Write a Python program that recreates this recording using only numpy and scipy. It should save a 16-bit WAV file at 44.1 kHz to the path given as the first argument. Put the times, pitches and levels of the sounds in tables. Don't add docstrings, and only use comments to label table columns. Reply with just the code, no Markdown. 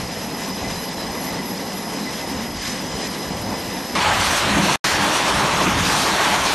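import sys
import numpy as np
from scipy import signal
from scipy.fft import irfft, dct, next_fast_len
from scipy.io import wavfile
from scipy.ndimage import uniform_filter1d

SR = 44100
rng = np.random.default_rng(int(sys.argv[2]) if len(sys.argv) > 2 else 0)


def boost(x):
    u = np.asarray(x, float) / 20
    return 10 ** u


def bounce(signal):
    frames = np.transpose(np.atleast_2d(signal))
    limited = np.clip(frames, -1, 1)
    pcm = np.round(limited * 32767).astype(np.int16)
    wavfile.write(sys.argv[1], SR, pcm)


N = 288414
T = np.arange(N) / SR
SCENE_CHANGE_S = 3.9525
SHAFT_HZ = 1008


# t/s, level/dB
FLARES = [(.17, 6), (.42, 9), (.65, 11), (.85, 8), (1.08, 4), (1.18, 8), (1.29, 15.5), (1.4, 13),
          (2.08, 11), (2.23, 13), (2.42, 10), (2.66, 12), (3.01, 8), (3.22, 5), (3.55, 6), (3.77, 5)]
# multiple of the shaft tone, level/dB
SECOND_ORDER = [(2, 0)]


def second_order():
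    flare_length_s = 0.046
    level_db = -49 + swells([(s, flare_length_s, db) for s, db in FLARES])
    return boost(level_db) * steadied(orders(SECOND_ORDER, blur=0.0063), share=0.53)


# t/s, length/s, level/dB
FOURTH_SWELLS = [
    (.1, .1, 8),
    (.42, .1, 6),
    (.76, 0.34, 14),
    (1.02, 0.22, 12),
    (1.3, .2, 8),
    (2.02, .16, 14),
    (2.7, .2, 11),
    (3.06, .25, 13),
    (3.62, .2, 11),
]
# multiple of the shaft tone, level/dB
FOURTH_ORDER = [(3.99, 0)]


def fourth_order():
    return boost(-57.5 + swells(FOURTH_SWELLS)) * orders(FOURTH_ORDER, blur=0.0066)


# multiple of the shaft tone, level/dB
MAIN_ORDER = [(5.005, 0)]
# multiple of the shaft tone, level/dB
OTHER_ORDERS = [(3, -6.5), (6, -0.5), (7, -4.5), (8, -9), (9, -14), (10, -18)]


def upper_orders():
    clear_db = clearings_db()
    main = boost(-40 + clear_db) * orders(MAIN_ORDER, blur=0.0098)
    others = boost(-45.5 + 2 * clear_db) * orders(OTHER_ORDERS, blur=0.013)
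    return main + others


# f/Hz, spread/Hz, level/dB
SHRIEK = [(11350, 230, 2), (12100, 520, -6)]
# t/s, length/s, level/dB
SHRIEK_BEATS = [(.48, 0.14, 3.5), (.65, .1, -3), (.83, .1, 3.5), (1.25, 0.14, 8), (1.5, .12, 5.5),
                (1.78, 0.092, 5), (2.3, 0.088, 1.5), (2.39, .06, -2), (2.55, 0.087, -3), (2.92, 0.096, -4),
                (3.42, 0.13, 3.5), (3.65, 0.22, 4.5)]


def compressor_shriek():
    return boost(-44.5 + swells(SHRIEK_BEATS)) * tones(SHRIEK)


def whine():
    return second_order() + fourth_order() + upper_orders() + compressor_shriek()


# f/Hz, level/dB
FAR_ROAR = [(65, -63), (110, -18), (135, -18), (172, -0.5), (252, -1.5), (362, -9), (543, -8), (626, -11.5),
            (683, -10), (969, -10), (1500, -26), (1950, -19.5), (3300, -120)]


def far_roar():
    return boost(-30 + surges_db()) * turbulence(FAR_ROAR, patchy_db=0.92, flicker_db=1.02, size=2048)


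# f/Hz, level/dB
FAR_HISS = [(1000, -2), (1400, -3.5), (1700, 0.5), (2500, -2), (4600, -4), (5600, -3), (6600, -8.5),
            (7600, -11.5), (9600, -12), (10300, -16.5), (12400, -25), (12600, -11)]


def far_hiss():
    level_db = -35.5 + 0.65 * clearings_db()
    return boost(level_db) * turbulence(FAR_HISS, patchy_db=0.94, flicker_db=1.16)


# t/s, length/s, level/dB
PUFFS = [
    (4.1, 0.099, 1.5),
    (4.92, .1, 0),
    (5.6, 0.098, 1),
    (5.9, 0.32, -1),
    (6.2, .1, 0),
]
# f/Hz, level/dB
NEAR_EXHAUST = [(250, -12), (420, -9.5), (500, -11), (555, -6.5), (732, -6.5), (865, -2.5), (1100, -4),
                (1390, -7.5), (2800, -14), (3640, -17), (6160, -120)]


def near_exhaust():
    return boost(-21 + swells(PUFFS)) * turbulence(NEAR_EXHAUST, patchy_db=1.4, flicker_db=0.8)


# f/Hz, level/dB
NEAR_LOW = [(65, -40), (110, -12), (188, 3.5), (243, -7.5), (290, 2.5), (323, -4.5), (500, -16), (650, -37),
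            (1100, -120)]


def near_low_roar():
    return boost(-30 + surges_db()) * turbulence(NEAR_LOW, patchy_db=1.3, flicker_db=2.2, size=2048)


# f/Hz, level/dB
NEAR_HISS = [(1470, -1.5), (2500, -3.5), (4350, -1), (4980, -5.5), (5360, -3.5), (5960, -4), (7840, -10.5),
             (9520, -10.5), (10600, -17), (12000, -13), (12400, -18), (16100, -46), (22000, -120)]


def near_hiss():
    level_db = -25.5 + 0.52 * clearings_db()
    return boost(level_db) * turbulence(NEAR_HISS, patchy_db=1.8, flicker_db=1.14)


# t/s, length/s, level/dB
SURGES = [(.55, .1, -2.5), (1.35, 0.97, 1.1), (2.63, 0.3, -2.5), (3.5, 0.95, 1), (4.2, 0.45, -2),
          (4.59, .2, 6.5), (5.01, 0.071, 4.5), (4.88, .1, -1), (5.2, .1, -6), (5.36, 0.2, 3.5),
          (3.17, 0.094, -0.5), (3.9, 0.16, 1), (4.42, .1, -5), (5.76, 0.38, 4.5), (6.12, .2, 3)]


def surges_db():
    return swells(SURGES)


# t/s, length/s, level/dB
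CLEARINGS = [(.43, 0.077, 3), (.72, 0.22, 2), (1.25, 0.21, 1.5), (1.42, 0.18, -1), (1.95, 0.087, 1.5),
             (2.52, 0.11, -2), (2.69, 0.16, 4.5), (3.01, 0.17, 3), (3.72, .12, 0.5), (4.32, .14, 4),
             (4.52, 0.13, -3.5), (4.73, 0.093, 5.5), (4.87, 0.14, 5.5), (5.02, 0.099, -2.5),
             (5.15, 0.074, 3), (5.68, 0.3, -4), (5.9, 0.35, 4.5), (6.47, .15, 3.5)]


def clearings_db():
    return swells(CLEARINGS)


# f/Hz, level/dB
WIND = [(18, -26), (30, -17), (45, -6), (62, -1), (80, 0), (110, -2), (135, -3), (170, -30)]
# t/s, length/s, level/dB
GUSTS = [(.04, .08, 5), (.28, 0.11, 6), (1.35, .3, 4.5), (1.66, .12, -5), (2.2, 0.12, -0.5), (2.5, 0.36, 7),
         (2.7, .1, 3), (3.18, .08, -9), (3.42, 0.36, 5), (3.78, 0.28, -5), (4.15, 0.32, 7), (4.33, .1, -2),
         (4.55, 0.18, 4), (4.95, .08, 3), (5.1, 0.094, 2), (5.35, 0.086, 4), (5.76, 0.44, 8), (6.04, .1, 1),
         (6.2, .1, -2)]


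def wind(level_db, patchy_db, flicker_db):
    return boost(level_db + swells(GUSTS)) * turbulence(WIND, patchy_db, flicker_db, size=2048)


def far_view():
    return whine() + far_roar() + far_hiss() + wind(-43.5, patchy_db=1.5, flicker_db=3.5)


def near_view():
    exhaust = near_exhaust() + near_low_roar() + near_hiss()
    return exhaust + wind(-38, patchy_db=0.7, flicker_db=2.5)


def orders(table, blur):
    return tones([(k * SHAFT_HZ, blur * k * SHAFT_HZ, db) for k, db in table])


def tones(peaks):
    size = next_fast_len(N)
    hz = np.fft.rfftfreq(size, 1 / SR)
    a, b = rng.standard_normal((len(hz), 2)).T
    power = sum(boost(2 * db) / spread * np.exp(-((hz - f) / spread) ** 2 / 2) for f, spread, db in peaks)
    return evened(irfft((a + 1j * b) * np.sqrt(power), size)[:N])


def turbulence(spectrum, patchy_db, flicker_db, size=1024):
    hop = size // 4
    frames, hz = N // hop + 5, np.fft.rfftfreq(size, 1 / SR)
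    a, b, patches = rng.standard_normal((frames, len(hz), 3)).T
    patches = uniform_filter1d(patches, size=12, axis=0)
    patches = evened(uniform_filter1d(patches, size=12, axis=1))
    flicker = evened(uniform_filter1d(rng.standard_normal(frames), size=6))
    f, db = np.transpose(spectrum)
    colour_db = np.interp(np.log(hz + 1), np.log(f + 1), db, left=-90, right=-90)
    z = (a + 1j * b) * boost(colour_db[:, None] + patchy_db * patches + flicker_db * flicker)
    return evened(signal.istft(z, nperseg=size, noverlap=size - hop)[1][:N])


def swells(rows):
    return sum(db * np.exp(-4 * ((T - s) / length) ** 2) for s, length, db in rows)


def steadied(x, share):
    envelope = abs(signal.hilbert(x, next_fast_len(N))[:N])
    return evened(x / (envelope + 0.11) ** share)


def evened(x):
    return x / np.sqrt(np.mean(abs(x) ** 2) + 1e-20)


def scene():
    return np.tile(np.where(T < SCENE_CHANGE_S, far_view(), near_view()), (2, 1))


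LOOSE = [(196, 216, .15), (240, 264, .15), (264, 292, .07), (292, 320, .13), (320, 352, .02),
         (352, 384, .06), (384, 416, .13)]
NOISY = [(416, 448, .17), (448, 480, .18), (480, 512, .12), (512, 544, .2), (544, 576, .15)]
MASKED = [(216, 240), (320, 352)]


def changing_bands(x, offset, loose_db, flip_share, masked_db):
    end_s = 4.28
    window = signal.windows.kaiser_bessel_derived(2048, 4 * np.pi)
    z = lapped(x[:, offset:round(end_s * SR)], window)
    luck, kind = rng.random((z.shape[1], len(LOOSE + NOISY), 2)).T
    luck = np.minimum(luck, np.roll(luck, 1, axis=1))
    noise, change = rng.standard_normal(z.shape), np.zeros_like(z)
    far = np.arange(z.shape[1]) * 1024 < SCENE_CHANGE_S * SR
    for j, (a, b, chance) in enumerate(LOOSE + NOISY):
        band, lost = z[..., a:b], (luck[j] < chance)[:, None]
        hiss = noise[..., a:b] * np.sqrt(np.mean(band ** 2, axis=2, keepdims=True))
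        if j < len(LOOSE):
            change[..., a:b] = lost * far[:, None] * boost(loose_db) * np.array([hiss[0], -hiss[0]])
        else:
            flipped = np.array([band[0], -band[1]])
            swapped = np.where((kind[j] < flip_share)[:, None], flipped, hiss)
            change[..., a:b] = lost * (swapped - band)
    for a, b in MASKED:
        size = abs(z[0, :, a:b])
        weak = size < boost(masked_db) * size.max(axis=1, keepdims=True)
        change[..., a:b] -= weak * (z + change)[..., a:b]
    change = unlapped(change, window)
    return x + np.pad(change, ((0, 0), (offset, N - offset - change.shape[1])))


def lapped(x, window):
    frames = np.lib.stride_tricks.sliding_window_view(x, 2048, axis=-1)[:, ::1024] * window
    a, b, c, d = np.split(frames, 4, axis=-1)
    folded = np.concatenate([-c[..., ::-1] - d, a - b[..., ::-1]], axis=-1)
    return dct(folded, type=4, norm="ortho")


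def unlapped(z, window):
    u, v = np.split(dct(z, type=4, norm="ortho"), 2, axis=-1)
    frames = np.concatenate([v, -v[..., ::-1], -u[..., ::-1], -u], axis=-1) * window
    head, tail = np.split(frames, 2, axis=-1)
    total = np.pad(head, ((0, 0), (0, 1), (0, 0))) + np.pad(tail, ((0, 0), (1, 0), (0, 0)))
    return total.reshape(2, -1)


# lost/s, back/s
DROPOUT_S = (4.7585, 4.8425)
# t/s, level/dB
GAP_LEVELS = [
    (4.7585, -22),
    (4.768, -24),
    (4.774, -36),
    (4.778, -62),
    (4.797, -64),
    (4.800, -95),
    (4.838, -95),
    (4.840, -54),
    (4.8425, -44),
]


def dropout(x):
    s, db = np.transpose(GAP_LEVELS)
    lost = (T > DROPOUT_S[0]) & (T < DROPOUT_S[1])
    return x * np.where(lost, boost(np.interp(T, s, db)), 1)


def low_pass(x):
    return signal.sosfilt(signal.butter(12, 12510, fs=SR, output="sos"), x)


def record(dry):
    ceiling, edge_hz = boost(-5), 12430
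    x = ceiling * np.tanh(boost(1.5) * dry / ceiling)
    lowpass = signal.firwin(1023, edge_hz, window=("kaiser", 9), fs=SR)
    x = signal.oaconvolve(x, lowpass[None], "same")
    x = changing_bands(x, offset=383, loose_db=-7, flip_share=0.5, masked_db=-15)
    return low_pass(dropout(x))


dry = scene()
out = record(dry)
bounce(out)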